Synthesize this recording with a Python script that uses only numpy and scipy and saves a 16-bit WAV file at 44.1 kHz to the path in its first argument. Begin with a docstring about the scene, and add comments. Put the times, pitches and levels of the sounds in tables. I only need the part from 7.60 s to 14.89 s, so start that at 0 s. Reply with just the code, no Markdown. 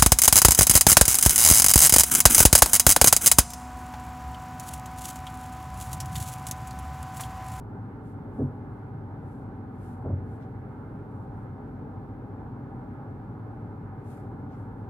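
"""First comes the steady rush of a bedroom air conditioner, as air tumbles through its grille.
Its fan sings many tones, all tied to one spinning shaft, and its compressor hums low underneath.
On the left someone pulls a sheet over a wooden bed: the threads catch and slip with a faint swish.
Twice the bed thumps softly, as padded blows make its frame ring."""
import sys
import numpy as np
from scipy import signal
from scipy.fft import rfft, irfft
from scipy.io import wavfile
from scipy.ndimage import uniform_filter1d

SR = 44100
rng = np.random.default_rng(int(sys.argv[2]) if len(sys.argv) > 2 else 0)


def generate_wav(sig):
    """Save sig (samples, or channels by samples) to the path in sys.argv[1] as 16-bit PCM at SR."""
    pcm = np.round(np.clip(np.atleast_2d(sig).T, -1, 1) * 32767).astype(np.int16)
    wavfile.write(sys.argv[1], SR, pcm)


N = 321489
T = np.arange(N) / SR
FREQ = np.fft.rfftfreq(N, 1 / SR)

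# rumble of the casing in the room: f/Hz, level/dB per Hz
CASING_RUMBLE = [(20, -89), (35, -83.5), (48, -75), (75, -70), (110, -61), (140, -62.5), (170, -70),
                 (250, -68.5), (320, -71), (360, -75), (410, -71.5), (520, -78.5), (690, -83)]
# air through the grille, down to a faint hiss: f/Hz, level/dB per Hz
GRILLE_RUSH = [(770, -74.5), (880, -77), (1100, -85), (1400, -86.5), (1750, -93.5), (1930, -101),
               (2090, -99), (2350, -105), (3000, -112), (4500, -119), (6300, -124), (10000, -124),
               (15000, -123)]
# peaks and dips that duct and room put on the air noise: f/Hz, width/Hz, gain/dB
DUCT_PEAKS = [(169.6, 8.6, 6), (289, 11, 1.5), (405, 7.1, 3), (448, 6.4, 0), (494, 17, -2), (550, 16, 1),
              (630, 4.6, 3.5), (711, 34, -3.5), (1250, 23, 5), (1610, 280, -1), (1705, 45, 3.5),
              (2100, 110, 2.5), (2190, 55, -4.5), (2770, 220, -1.5), (6200, 1900, -2.5)]
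# which side the air is louder on: f/Hz, left minus right/dB
AIR_LEAN = [(200, 0.5), (380, 0), (690, 3), (1280, -3.5), (2200, -4.5), (4300, 3), (8000, 0.5)]
# how unlike left and right sound in the room: f/Hz, differing part minus shared part/dB
STEREO_WIDTH = [(60, -18.5), (110, -21.5), (200, -20.5), (380, -8.5), (650, -7), (820, -10.5), (1280, -3.5),
                (2300, 2), (5000, 2)]
# tones of the fan (35 is the rate of passing blades): multiple of the shaft rate, level/dB
FAN_TONES = [(3, -58.4), (5, -47.1), (6, -51.7), (7, -56.3), (9, -55.8), (10, -56.2), (11, -51.4),
             (12, -55.6), (13, -52.7), (14, -62.6), (16, -65.4), (18, -64.1), (19, -69.5), (29, -71.4),
             (35, -61.1), (38, -73.1), (39, -72.0), (41, -74.1), (57, -77.9), (58, -78.1), (61, -77.3),
             (63, -72.5), (66, -77.3), (67, -79.5), (69, -78.6), (72, -77.1)]
# hum of the compressor shaft and the mains power: f/Hz, level/dB
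HUM_TONES = [(47.4, -56.5), (50.1, -62), (94.9, -49), (100.1, -50.5), (189.8, -57)]
# strokes of the sheet: fastest moment t/s, level/dB, length/s
SHEET_STROKES = [(.48, -71.5, .08), (.78, -74, 0.14), (1.14, -84, .2), (1.715, -74, 0.16),
                 (2.255, -67.5, 0.13), (2.725, -74.5, 0.15), (3.58, -79, 0.15), (3.79, -80, .11),
                 (6.51, -65, 0.12), (6.985, -76, .1)]
# folds that flick tight, all rub and no hiss: fastest moment t/s, level/dB, length/s
FOLD_FLICKS = [(2.824, -65, .03), (6.922, -65, 0.046)]
# hiss of cloth sliding on cloth: f/Hz, level/dB
CLOTH_HISS = [(1500, -20.5), (3000, -12), (5800, -9.5), (7300, -3), (9500, -1), (11500, -5), (15000, -10)]
# duller rub of the folds: f/Hz, level/dB
CLOTH_RUB = [(400, -7), (1700, .5), (3500, -6), (6500, -12), (14000, -29.5)]
# blows on the bed, four a thump, the last soft and low: t/s, level/dB, centre f/Hz, spread/octaves
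BED_BLOWS = [(.784, -22.5, 300, 0.93), (.803, -23, 380, 0.54), (.813, -25.5, 180, 0.78),
             (.835, -22.5, 159, 0.32), (2.444, -27.5, 557, 0.66), (2.455, -29.5, 330, 2.5),
             (2.494, -28.5, 302, 1.8), (2.517, -24.5, 86.4, 0.32)]
# notes the bed frame rings at: f/Hz, level/dB, time to fade by 60 dB/s
FRAME_NOTES = [(92.9, 7.5, 0.28), (136.2, 0, 0.27), (167.3, -10, 0.25), (244.5, -6, 0.5),
               (268.8, 1.5, 0.13), (327.6, -6, 0.084), (399, -6.5, .16), (451, -17, 0.42), (563, -11, 0.17),
               (637, -10, 0.14), (758, -11, .12)]
# dull thud of the mattress: f/Hz, level/dB
MATTRESS_THUD = [(40, -25.5), (90, -16), (300, 7.5), (750, -.5), (1500, -7), (3000, -56.5)]


def gain(db):
    """Turn decibels into a number to multiply by."""
    return 10 ** (np.asarray(db) / 20)


def curve(points):
    """Join a table's (f/Hz, value) points into a value for every frequency."""
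    hz, value = np.transpose(points)
    return np.interp(np.log(FREQ + 1), np.log(hz), value)


def unit(x):
    """Scale a signal to an average power of 1."""
    return x / np.sqrt(np.mean(x ** 2))


def shaped(x, gains):
    """Turn each frequency up or down, then scale to power 1."""
    return unit(irfft(rfft(x) * gains, N))


def wander(rate_hz):
    """A smooth random wiggle that changes about rate_hz times a second."""
    return shaped(rng.standard_normal(N), np.exp(-(FREQ / rate_hz) ** 2))


def stereo(shared, differing):
    """Make left and right: alike in the bass, unlike in the treble."""
    width = gain(curve(STEREO_WIDTH))
    mid, side = rfft(shared), rfft(differing) * width
    return irfft(np.array([mid + side, mid - side]) / np.sqrt(1 + width ** 2), N)


def wall_ripple(depth_db=1.3, width_hz=16):
    """Wall echoes leave small peaks and dips, in dB, on each side; the bass stays even."""
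    size = int(width_hz * N / SR) + 1
    bumps = uniform_filter1d(rng.standard_normal((2, len(FREQ))), size)
    bumps = uniform_filter1d(bumps, size)
    return depth_db * unit(bumps) * np.clip(FREQ / 500 - 1, 0, 1)


def rushing_air(flutter_db=1.07, flutter_hz=8.2):
    """Tumbling air makes noise, shaped by casing, duct and room; each octave flutters on its own."""
    noise = stereo(*rng.standard_normal((2, N))) * np.sqrt(SR / 2)
    rush_db = curve(list(CASING_RUMBLE) + list(GRILLE_RUSH))
    duct_db = sum(db / (1 + (2 * (FREQ - hz) / width) ** 2) for hz, width, db in DUCT_PEAKS)
    lean_db = curve(AIR_LEAN) * np.array([[.5], [-.5]])
    spectrum = rfft(noise) * gain(rush_db + duct_db + wall_ripple() + lean_db)
    octave = np.log2(np.clip(FREQ, 125, 4000) / 125)
    out = 0
    for k, share in enumerate([1, 1, 1, 1, 1, .3]):  # the top hiss hardly flutters
        band = irfft(spectrum * np.maximum(1 - abs(octave - k), 0), N)
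        out += band * gain(share * flutter_db * wander(flutter_hz))
    return out


def wavering_tone(cycles, hz, waver, waver_hz, wider_db=0):
    """One tone that moving air makes waver; its wave is a little ahead on the left."""
    width_db = np.interp(np.log(hz), np.log(FREQ + 1), curve(STEREO_WIDTH)) + wider_db
    side = gain(width_db) * np.exp(1j * rng.uniform(np.pi / 4, 3 * np.pi / 4))
    # complex numbers let both loudness and timing wobble
    mid_wobble, side_wobble = (1 + waver * (wander(waver_hz) + 1j * wander(waver_hz)) for _ in range(2))
    left_right = np.array([mid_wobble + side * side_wobble, mid_wobble - side * side_wobble])
    wave = np.exp(2j * np.pi * (cycles + rng.random()))
    power = (1 + abs(side) ** 2) * (1 + 2 * waver ** 2) / 2
    return np.real(left_right * wave) / np.sqrt(power)


def fan(shaft_hz=21.865, drift=.0005, level_db=-.05):
    """All tones follow one shaft whose speed drifts a little; higher ones waver more."""
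    turns = np.cumsum(shaft_hz * (1 + drift * wander(.54))) / SR
    out = 0
    for multiple, db in FAN_TONES:
        hz = multiple * shaft_hz
        waver = .16 + .4 * hz / 1000
        # the blade whine forms standing waves in the room, so left and right differ more
        wider_db = 6 if 700 < hz < 1000 else 0
        tone = wavering_tone(multiple * turns, hz, waver, waver_hz=2.5, wider_db=wider_db)
        out += gain(db + level_db) * tone
    return out


def compressor():
    """The motor turns just under mains speed, so the two hums throb against each other."""
    return sum(gain(db) * wavering_tone(hz * T, hz, waver=.12, waver_hz=1.5) for hz, db in HUM_TONES)


def pull_power(pulls, rise_share=.38):
    """Rubbing power of hand movements that speed up quickly and slow down more gently."""
    power = np.zeros(N)
    for fastest, db, length in pulls:
        slope_s = length * np.where(T < fastest, rise_share, 1 - rise_share)
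        from_peak = np.minimum(1.24 * abs(T - fastest) / slope_s, 20)
        power += (gain(db) / np.cosh(from_peak)) ** 2
    return power


def sheet(rub_db=-1, catch_db=1.2, right_db=-17, echo_db=-17):
    """Threads catch and slip: sliding cloth hisses, and tight folds rub with a lower sound."""
    rustle_db = -93.5 + 4.5 * wander(3)  # the handled cloth never quite rests
    slide_power = pull_power(SHEET_STROKES) + gain(rustle_db) ** 2
    rub_power = slide_power * gain(rub_db) ** 2 + pull_power(FOLD_FLICKS)
    grains = rng.standard_normal((2, N)) * gain(catch_db * wander(50))
    hiss = np.sqrt(slide_power) * shaped(grains[0], gain(curve(CLOTH_HISS)))
    rub = np.sqrt(rub_power) * shaped(grains[1], gain(curve(CLOTH_RUB)))
    cloth = hiss + rub
    return np.array([cloth, gain(right_db) * cloth]) + gain(echo_db) * room_echo(cloth, fade_s=.4)


def room_echo(x, fade_s):
    """Many reflections blur into one bedroom echo that drops 60 dB in fade_s."""
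    t = T[:SR // 2]
    tails = rng.standard_normal((2, len(t))) * gain(-60 * t / fade_s) * (t > .004)
    return stereo(*(signal.fftconvolve(x, tail / np.linalg.norm(tail))[:N] for tail in tails))


def bed_thumps(thud_db=-11, thud_fade_s=.2, build_cycles=.93, settle_s=.2, settle_db=-15, echo_db=-9):
    """Each padded blow rings the frame's notes near its own pitch, and the mattress adds a dull thud."""
    # each thump's last blow returns once as the mattress settles
    settling = [(start + settle_s, db + settle_db, hz, span) for start, db, hz, span in BED_BLOWS[3::4]]
    out = np.zeros(N)
    for start, db, centre_hz, octaves in list(BED_BLOWS) + settling:
        t = np.maximum(T - start, 0)
        def nearness(hz):
            return np.exp(-.5 * (np.log2(hz / centre_hz) / octaves) ** 2)
        ring = sum(gain(note_db - 60 * t / fade_s) * nearness(hz) * np.sin(2 * np.pi * hz * t)
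                   for hz, note_db, fade_s in FRAME_NOTES)
        thud = shaped(rng.standard_normal(N), nearness(FREQ + 1) * gain(curve(MATTRESS_THUD)))
        thud *= gain(thud_db - 60 * t / thud_fade_s)
        build_up = 1 - np.exp(-(t * centre_hz / build_cycles) ** 2)  # low blows start more softly
        out += gain(db) * build_up * (ring + thud)
    return stereo(out, np.zeros(N)) + gain(echo_db) * room_echo(out, fade_s=.35)


def scene(right_delay_s=.0001):
    """Add up machine, sheet and bed; the right side hears it all a moment later."""
    left, right = rushing_air() + fan() + compressor() + sheet() + bed_thumps()
    late_right = np.pad(right, (round(right_delay_s * SR), 0), mode="edge")[:N]
    return np.array([left, late_right])


def record(dry, low_hz=37, top_hz=15350):
    """Fade in over 3 ms, then cut the deepest bass and the highest treble."""
    faded = dry * np.minimum(T / .003, 1)
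    thinned = signal.sosfilt(signal.butter(6, low_hz, "highpass", fs=SR, output="sos"), faded)
    return signal.sosfilt(signal.ellip(10, .1, 80, top_hz, fs=SR, output="sos"), thinned)


dry = scene()
out = record(dry)
generate_wav(out)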